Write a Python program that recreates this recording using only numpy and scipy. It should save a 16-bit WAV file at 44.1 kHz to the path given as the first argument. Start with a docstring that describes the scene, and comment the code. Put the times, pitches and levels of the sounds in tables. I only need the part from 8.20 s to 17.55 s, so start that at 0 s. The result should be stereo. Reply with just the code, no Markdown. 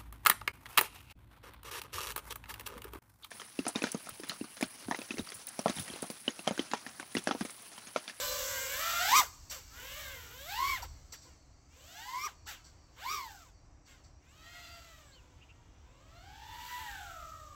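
"""A small racing quadcopter flies over a snowy field, heard from the ground where it took off.
From the start, over a low outdoor wash, four three-blade propellers whine and beat as harmonic series.
The throttle is punched and cut; between punches the idling motors whistle by magnetic pull on their bells.
From 1.3 s brief jabs screech as bell-coloured noise. Near 7 s a far bird chirps in arched pitch glides.
A last long push rises and falls to the end; scattered echoes follow the craft and the bird."""
import sys
import numpy as np
from scipy import signal
from scipy.fft import rfft, irfft, next_fast_len
from scipy.io import wavfile
from scipy.ndimage import uniform_filter1d, map_coordinates

SR = 44100
rng = np.random.default_rng(int(sys.argv[2]) if len(sys.argv) > 2 else 0)


def log_audio(samples):
    """Write samples as a 16-bit WAV file to the path given in sys.argv[1]."""
    # one column per channel
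    frames = np.atleast_2d(samples).T
    # limit to full scale, then quantise
    limited = np.clip(frames, -1, 1)
    pcm = np.round(limited * 32767).astype(np.int16)
    wavfile.write(sys.argv[1], SR, pcm)


N = 412323
T = np.arange(N) / SR
FREQS = np.fft.rfftfreq(N, 1 / SR)

IDLE_HZ, LIFT_HZ = 369, 484.7  # blade-passing pitch at idle, and where the blades begin to carry the craft
IDLE_SPREAD = .18  # speed difference between the motors at idle, as a share
# the four motors: place_in_speed_spread, relative_level_db
MOTOR_OFFSETS = [(-1.05, -3.5), (-0.6, -2), (.55, 1.5), (.9, -1)]
# tilt of the propellers beams their sound:
# time_s, blade_tone_db, buzz_db, second_to_first_harmonic_db, higher_overtones_db
TILT_BEAM = [(0, 0.5, -3, -5, -2), (.5, -4, -4.5, -4, 4), (.68, 0, 1.5, 11, -3.5), (.92, 1.5, 0, 1, 1.5),
             (1.02, -1.5, -4.5, 3.5, -3.5), (1.8, -2, 0.5, -0.5, 0), (2.25, -1, -1, -5, -1),
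             (2.47, 4, 2, 4.5, -0.5), (3.7, -0.5, -2.5, -3.5, -2), (4, 3.5, 1, 9, -2.5),
             (4.95, 2.5, 1, 2.5, -2.5), (5.15, -1, -6.5, 9.5, -1.5), (6.4, 0, 3, 1, -2),
             (6.8, 2, 1.5, 1, -5), (8.1, 7.5, 0, 0, -1), (8.5, -4, 3.5, -7, -10.5), (8.75, 4.5, 5, 7, -13),
             (9.05, 14.5, 2, 9.5, -6), (9.35, 14, -1.5, 10.5, -4.5)]
# motor jabs that start or stop a flip; levels are those before the attack and decay shape:
# start_s, pitch_gain_hz, screech_db, blade_bite_db, rise_s, decay_s
FLIP_JABS = [(1.296, 249.4, -42.5, -40, 0.0025, 0.037), (2.62, 451.4, -43.5, -46, .002, .011),
             (2.921, 230.3, -40, -41.5, 0.0028, .011), (3.009, 89.96, -63, -62.5, 0.0095, .05),
             (4.254, 451.1, -52, -30.5, .009, .032), (4.439, 50.07, -56.5, -65.5, 0.0057, .035),
             (5.645, 100, -66, -53, 0.0097, 0.059), (5.835, 30.35, -61.5, -73, 0.0055, 0.023)]


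def amp(db):
    """Level law: decibels to amplitude gain."""
    return 10 ** (np.asarray(db) / 20)


def unit(x):
    """Normalisation by mean power: scales to rms 1."""
    return x / np.sqrt(np.mean(x ** 2) + 1e-20)


def follow(rows):
    """Linear interpolation in time: the columns of a curve table at every sample."""
    s, *columns = np.transpose(rows)
    return [np.interp(T, s, column) for column in columns]


def across(points):
    """Interpolation over log frequency: a spectral table at every bin."""
    hz, value = np.transpose(points)
    return np.interp(np.log(FREQS + 1), np.log(hz), value)


def drift(rate_hz):
    """Low-pass filtered noise: a smooth random curve of rms 1, up to about the given rate."""
    size = next_fast_len(N)
    hz = np.fft.rfftfreq(size, 1 / SR)
    spectrum = rfft(rng.standard_normal(size)) / (1 + (hz / rate_hz) ** 4)
    return unit(irfft(spectrum, size)[:N])


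def noise_pair(spectrum, same):
    """Partial coherence: coloured noise at two microphones with the given correlation."""
    a, b = rfft(rng.standard_normal((2, N)))
    same = np.clip(same, -1, 1)
    pair = np.array([a, same * a + np.sqrt(1 - same ** 2) * b])
    return unit(irfft(pair * amp(across(spectrum)), N))


def load(hz):
    """Motor loading: 0 in cruise, 1 at full throttle."""
    return np.clip((hz - 930) / 200, 0, 1)


def wash(level_db=-56.5, swell_db=0.83, swell_hz=4, rumble_hz=110):
    """Partly coherent ambient noise: distant traffic, and a low rumble that comes and goes with the wind."""
    # spectral shape: frequency_hz, density_db
    wash_spectrum = [(15, -28), (25, 0.5), (71, 5.5), (158, -9.5), (202, -18.5), (286, -11.5), (438, -19.5),
                     (700, -13), (1150, -16.5), (1460, -27), (2500, -30), (3540, -41), (5720, -32),
                     (15000, -79.5)]
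    # traffic lies to one side; a negative likeness means opposite phase: frequency_hz, left_right_likeness
    wash_likeness = [(30, .42), (70, .52), (130, .92), (300, .75), (500, -.25), (900, -.68), (1150, -.5),
                     (1500, .1), (2200, .35), (12000, .35)]
    # wind on the microphones: time_s, rumble_gain_db
    wind_curve = [(0, 4), (.7, -0.5), (1.3, 3), (2.2, 0.5), (2.65, 9), (3, -4), (4.5, -3), (5.7, -2),
                  (7, -2), (9.35, 2.5)]
    air = noise_pair(wash_spectrum, across(wash_likeness)) * amp(level_db + swell_db * drift(swell_hz))
    rumble = irfft(rfft(air) / (1 + (FREQS / rumble_hz) ** 4), N)
    return air + rumble * (amp(follow(wind_curve)[0]) - 1)


def throttle(slew_s=.016, brake_s=.026):
    """Rotor inertia and braking: smoothed blade pitch and motor speed difference, in pushes and at idle."""
    # one short curve a push, cut after its last point: time_s, blade_passing_hz
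    push_curves = [
        [(0, 556.9), (.47, 507.6), (.55, 540.5), (.62, 610), (.8, 661.7), (.87, 738.8), (.925, 923),
         (.97, 1197), (1.005, 1188)],
        [(1.5, 390.5), (1.65, 508.4), (1.8, 597.9), (1.95, 508.8), (2.1, 448.6)],
        [(2.1, 448.2), (2.25, 575), (2.32, 800), (2.4, 1023), (2.5, 1115), (2.55, 1064), (2.577, 883)],
        [(3.5, 399.2), (3.7, 663.2), (3.85, 888), (4, 1090), (4.068, 1198)],
        [(4.76, 416.6), (4.82, 713), (4.87, 1060), (4.93, 1203), (5.1, 845), (5.2, 705), (5.3, 459.6)],
        [(6, 396.8), (6.15, 607), (6.35, 680.2), (6.6, 659.4), (6.8, 625.6), (7, 477.3), (7.6, 448.7)],
        [(7.6, 450), (7.9, 621), (8.12, 783), (8.3, 916.3), (8.5, 974.6), (8.62, 951.5), (8.75, 816.7),
         (9, 660), (9.35, 585)],
    ]
    # one value a push: speed_difference_share
    push_spreads = [.078, .052, .033, .08, .07, .04, .06]
    hz, spread = np.full(N, float(IDLE_HZ)), np.full(N, float(IDLE_SPREAD))
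    for push, share in zip(push_curves, push_spreads):
        start, cut = push[0][0], push[-1][0]
        extra_hz = follow(push)[0] - IDLE_HZ
        outside_s = np.maximum(start - T, 0) + np.maximum(T - cut, 0)
        held = np.exp(-outside_s / brake_s)
        hz = np.maximum(hz, IDLE_HZ + extra_hz * held)
        lift = np.clip(extra_hz / (LIFT_HZ - IDLE_HZ), 0, 1) * held
        spread = np.minimum(spread, IDLE_SPREAD + (share - IDLE_SPREAD) * lift)
    return [uniform_filter1d(curve, max(round(slew_s * SR), 1)) for curve in (hz, spread)]


def motor_pitches(hz, spread, wander=.35, wander_hz=3.5, flutter_hz=35):
    """Detuning makes beats: each motor has its own speed, trimmed all the time to keep the craft level."""
    flutter = .002 + .5 * spread ** 2
    pitches = []
    for offset, _ in MOTOR_OFFSETS:
        detune = spread * (offset + wander * drift(wander_hz))
        pitches.append(hz * (1 + detune + flutter * drift(flutter_hz)))
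    return pitches


def levels(hz):
    """Source strength, distance and directivity: tone, buzz and hiss levels in dB, before the mix gains."""
    # loudness grows with speed: blade_passing_hz, blade_tone_db, overtone_buzz_db, tip_hiss_db
    speed_loudness = [(363, -60, -59, -45), (452, -45.5, -43, -39), (642, -38, -35, -33),
                      (810, -33.5, -27, -31), (1010, -20.5, -24, -29), (1265, -18, -16.5, -15)]
    # the craft flies off and comes partly back: time_s, distance_gain_db
    distance_gain = [(0, 1.5), (.55, -1), (1, -4), (1.2, -12), (1.8, -11), (2.2, -13.5), (2.5, -15),
                     (2.85, -18), (3.35, -26.5), (3.75, -22), (4.65, -24.5), (4.9, -20), (5.5, -29.5),
                     (6, -34), (6.4, -23.5), (7.1, -32), (7.75, -33.5), (8.22, -29), (8.5, -20.5),
                     (9.05, -24.5), (9.35, -26.5)]
    speeds, *laws = np.transpose(speed_loudness)
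    near_db = follow(distance_gain)[0]
    tone_beam, buzz_beam = follow(TILT_BEAM)[:2]
    tone, buzz, hiss = (np.interp(hz, speeds, law) + near_db for law in laws)
    return tone + tone_beam, buzz + buzz_beam, hiss


def propeller(hz, db, second, upper, slope=0.59, shaft_db=-25, shake_db=-25,
              beat_db=2.5, beat_hz=14, split_hz=1400):
    """Blade-passing harmonics, shared between low tone and buzz, with weak shaft orders from imbalance."""
    fade_db, fade_hz, roll_hz = 4, 3.5, 7500
    angle = 2 * np.pi * (np.cumsum(hz) / SR + rng.random())
    shaft_angle = angle / 3  # three blades pass in each turn

    # the second harmonic belongs to the tone below split_hz and to the buzz above it
    low = 1 / (1 + (2 * hz / split_hz) ** 24)
    second_low, second_high = second * low, second * (1 - low)
    tone = (np.sin(angle) + second_low * np.sin(2 * angle)) / np.sqrt(1 + second_low ** 2)
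    # at full speed the unbalanced propeller shakes the frame
    tone += amp(shake_db) * load(hz) * np.sin(shaft_angle)

    # overtones swell and fade at different times as the craft turns
    fade = unit(amp(fade_db * drift(fade_hz)))
    roll = (hz / roll_hz) ** 8
    buzz = second_high * np.sin(2 * angle) / 2
    for k in range(3, 8):
        gain = upper * k ** -slope / (1 + k ** 8 * roll)
        overtone = np.sin(k * angle + 2 * np.pi * rng.random())
        buzz += gain * np.roll(fade, rng.integers(N)) * overtone
    shaft = sum(np.sin(k * shaft_angle + 2 * np.pi * rng.random()) for k in (4, 5, 7, 8, 10))
    buzz = (buzz + amp(shaft_db) * shaft) / np.sqrt(1 + second_high ** 2)

    swell = amp(db + beat_db * drift(beat_hz))
    return tone * swell, buzz * swell[::-1], np.cos(angle)  # reversed, so that tone and buzz swell apart


def blade_wake(speed_hz, clean_rise=1.2):
    """Turbulent wake noise: its share of the buzz level falls as the blades speed up."""
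    # spectral shape: frequency_hz, density_db
    wake_spectrum = [(100, -31), (300, -10.5), (800, -46.5), (1100, -5), (1500, 4.5), (2200, -1),
                     (3300, 5.5), (4300, -2), (6500, -62), (9000, -17)]
    cleaner = (np.maximum(speed_hz, LIFT_HZ) / 600) ** -clean_rise
    return noise_pair(wake_spectrum, same=0.15) * cleaner


def thinned(hiss, hiss_db, full_db=-50, loss=0.7, split_hz=8600):
    """Level-dependent treble: the quieter the hiss below full_db, the duller it sounds above split_hz."""
    top = irfft(rfft(hiss) / (1 + (split_hz / (FREQS + 1)) ** 16), N)
    return hiss + top * (amp(loss * np.minimum(hiss_db - full_db, 0)) - 1)


def tip_hiss(hz, heard_db, idle_dull_db=-7.5):
    """Tip turbulence: broadband noise that sounds duller at the top when it is quiet or the motors idle."""
    # spectral shape: frequency_hz, density_db
    tip_spectrum = [(1500, -17.5), (3200, -16.5), (4500, -0.5), (6000, 3), (7900, 4.5), (8700, -17.5),
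                    (9700, -14.5), (11500, -5), (13500, 0), (16800, -4.5)]
    dull_db = idle_dull_db * np.clip((LIFT_HZ - hz) / (LIFT_HZ - IDLE_HZ), 0, 1)
    return thinned(noise_pair(tip_spectrum, same=0.41), heard_db + dull_db)


def bell(hz, between_db=-20):
    """Resonance curves: gain of the motor bell over frequency, above a floor."""
    # centre_hz, width_hz, peak_db
    bell_modes = [(4500, 400, 0), (5750, 450, 0), (7650, 500, 1)]
    return amp(between_db) + sum(amp(db) / (1 + (2 * (hz - f) / width) ** 2) for f, width, db in bell_modes)


def whistle(hz, load_db=17):
    """Magnetic pull on the motor bell: lines that flare in its resonances, and harder under load."""
    # 14 poles and 42 commutations a turn: multiple_of_shaft_speed, relative_level_db
    magnet_orders = [(14, 0), (42, -1), (84, -8)]
    shaft_hz = hz / 3
    angle, out = 2 * np.pi * np.cumsum(shaft_hz) / SR, np.zeros(N)
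    for order, db in magnet_orders:
        line_hz = order * shaft_hz
        treble_fade = np.clip((9000 - line_hz) / 1000, 0, 1)
        out += amp(db) * bell(line_hz) * treble_fade * np.sin(order * angle)
    return out * amp(load_db * load(hz))


def screech():
    """Forced resonance: abrupt drive current, as noise, rattles the motor bells."""
    spectrum = rfft(rng.standard_normal((2, N))) * bell(FREQS)
    return unit(irfft(spectrum / (1 + (FREQS / 8500) ** 16), N))


def jab_pitch(peak_decays=1.1):
    """Transient acceleration: each jab throws the blade pitch up, peaking after peak_decays decay times."""
    out = np.zeros(N)
    for s, gain_hz, *_, decay in FLIP_JABS:
        u = np.clip((T - s) / (peak_decays * decay), 0, 20)
        out += gain_hz * (u * np.exp(1 - u)) ** 2
    return out


def jabs(bite_delay_s=0.0093, bite_slowness=3, settle_db=-18, settle_s=0.088):
    """Attack and decay envelopes: motors screech first and chatter on as the craft settles; blades bite later."""
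    rasp, bite, age = np.zeros(N), np.zeros(N), np.arange(SR) / SR
    for s, _, rasp_db, bite_db, rise, decay in FLIP_JABS:
        fall = np.exp(-age / decay)
        chatter = amp(settle_db) * np.exp(-age / settle_s)
        rasp_attack = (1 - np.exp(-age / rise)) ** 2
        bite_attack = (1 - np.exp(-age / (rise * bite_slowness))) ** 2
        rasp[round(s * SR):][:SR] += amp(rasp_db) * rasp_attack * (fall ** 1.4 + chatter)
        bite[round((s + bite_delay_s) * SR):][:SR] += amp(bite_db) * bite_attack * fall
    return rasp, bite


def drone(tone_db=-1, hiss_db=-2, buzz_db=-1, wake_db=-4, chop=0.4, screech_db=4, rattle_db=-12,
          whistle_db=-40, hiss_bite_db=-1, hiss_rasp_db=-5, clean_db=-2.5, whistle_follow=.48):
    """Superposition of four propellers and motors; the tones outgrow the noise as the speed rises."""
    throttle_hz, spread = throttle()
    jabbed_hz = throttle_hz + jab_pitch()
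    rasp, bite = jabs()
    tone_level = levels(jabbed_hz)[0]
    _, buzz_level, hiss_level = levels(throttle_hz)
    buzz_gain = amp(buzz_level) + bite
    hiss_gain = amp(hiss_level) + amp(hiss_bite_db) * bite + amp(hiss_rasp_db) * rasp
    heard_db = 20 * np.log10(hiss_gain)

    pitches = motor_pitches(jabbed_hz, spread)
    speed_hz = np.mean(pitches, 0)
    second, upper = amp(follow(TILT_BEAM)[2:])
    propellers = [propeller(hz, db, second, upper) for hz, (_, db) in zip(pitches, MOTOR_OFFSETS)]
    tone, buzz, blades = (unit(sum(part)) for part in zip(*propellers))
    tone = tone * np.minimum(speed_hz / LIFT_HZ, 1) ** 5  # idling blades carry no thrust and hardly hum
    tones = tone * amp(tone_level + tone_db) + buzz * buzz_gain * amp(buzz_db)

    wake = blade_wake(speed_hz) * buzz_gain * amp(wake_db)
    hiss = tip_hiss(jabbed_hz, heard_db) * hiss_gain * amp(hiss_db + clean_db * load(speed_hz))
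    chopped_noise = (wake + hiss) * (1 + chop * blades)  # pulses at the blade-passing rate
    whistles = sum(map(whistle, pitches)) * amp(whistle_db + whistle_follow * heard_db)
    # the bells also rattle faintly whenever the motors run
    bells = screech() * (amp(screech_db) * rasp + amp(rattle_db) * hiss_gain)
    return tones + whistles + bells + chopped_noise


def place(x):
    """Interaural time and level differences: direction delays and shades one microphone against the other."""
    # direction of the craft: time_s, left_lead_ms, left_right_db
    bearing = [(0, 0.24, 6.5), (.95, -0.016, 3), (1.8, -0.048, 2), (2.4, -0.066, 1.5), (3.8, 0.0093, 4),
               (4.9, 0.055, 4.5), (6.4, -0.022, 2.5), (7.8, 0.049, 7), (8.5, 0.082, 4.5), (9.35, .17, 5)]
    lead_ms, side_db = follow(bearing)
    shift = lead_ms * SR / 1000 / 2  # samples, half for each microphone
    sides = []
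    for channel, sign in zip(x, (1, -1)):
        moved = map_coordinates(channel, [np.arange(N) + sign * shift], order=3)
        sides.append(moved * amp(sign * side_db / 2))
    return np.array(sides)


def bird():
    """Frequency modulation: short arched chirps, some of them raspy through random pitch shake."""
    # chirps: start_s, length_s, start_hz, middle_hz, end_hz, level_db (before 7 dB of gain), rasp_share
    chirp_rows = [(6.914, 0.055, 3685, 4400, 4385, -66.5, 0.047),
                  (6.932, 0.085, 3100, 3010, 2280, -69, 0.015), (7.205, 0.0458, 2277, 2810, 2785, -65, .08),
                  (7.282, 0.045, 2380, 2690, 2540, -65, 0.066)]
    out, shake = np.zeros(N), drift(rate_hz=410)
    for s, length, start_hz, middle_hz, end_hz, db, rasp in chirp_rows:
        u = np.clip((T - s) / length, 0, 1)
        # a parabola through the three pitches
        hz = start_hz * (1 - u) * (1 - 2 * u) + middle_hz * 4 * u * (1 - u) + end_hz * u * (2 * u - 1)
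        angle = 2 * np.pi * np.cumsum(hz * (1 + rasp * shake)) / SR
        out += amp(db + 7) * np.sin(np.pi * u) * np.sin(angle)
    return out


def echoes(x, near_db=-9, near_decay=0.013, far_db=-28, far_decay=0.084):
    """Scattering as sparse impulses: ground and wall close by, and a faint return from houses and trees."""
    t = np.arange(SR // 2) / SR
    signs = rng.choice([-1., 1.], (2, 2, len(t)))
    near, far = signs * (rng.random((2, 2, len(t))) < .05) * (t > .001)
    near = near * np.exp(-t / near_decay)
    far = signal.lfilter([1], [1, -.7], far) * np.exp(-t / far_decay)  # the far return is duller
    taps = sum(amp(db) * h / np.linalg.norm(h, axis=1, keepdims=True)
               for db, h in ((near_db, near), (far_db, far)))
    return signal.fftconvolve(x, taps, axes=1)[:, :N]


def scene():
    """Superposition: the craft and the bird with their echoes, over the wash."""
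    direct = place(drone()) + bird()
    return direct + echoes(direct) + wash()


def record(dry, edge_hz=15900):
    """Frequency response: two unlike microphones, the right one brighter, then a low-pass band limit."""
    # frequency_hz, left_right_db
    port_tilt = [(4400, -1), (6500, -2), (8100, -3), (10000, -13), (15000, -14.5)]
    tilt_db = across(port_tilt) * np.array([[.5], [-.5]])
    coloured = irfft(rfft(dry) * amp(tilt_db), N)
    low_pass = signal.firwin(511, edge_hz, window=("kaiser", 9), fs=SR)
    return signal.oaconvolve(coloured, low_pass[None], "same")


dry = scene()
out = record(dry)
log_audio(out)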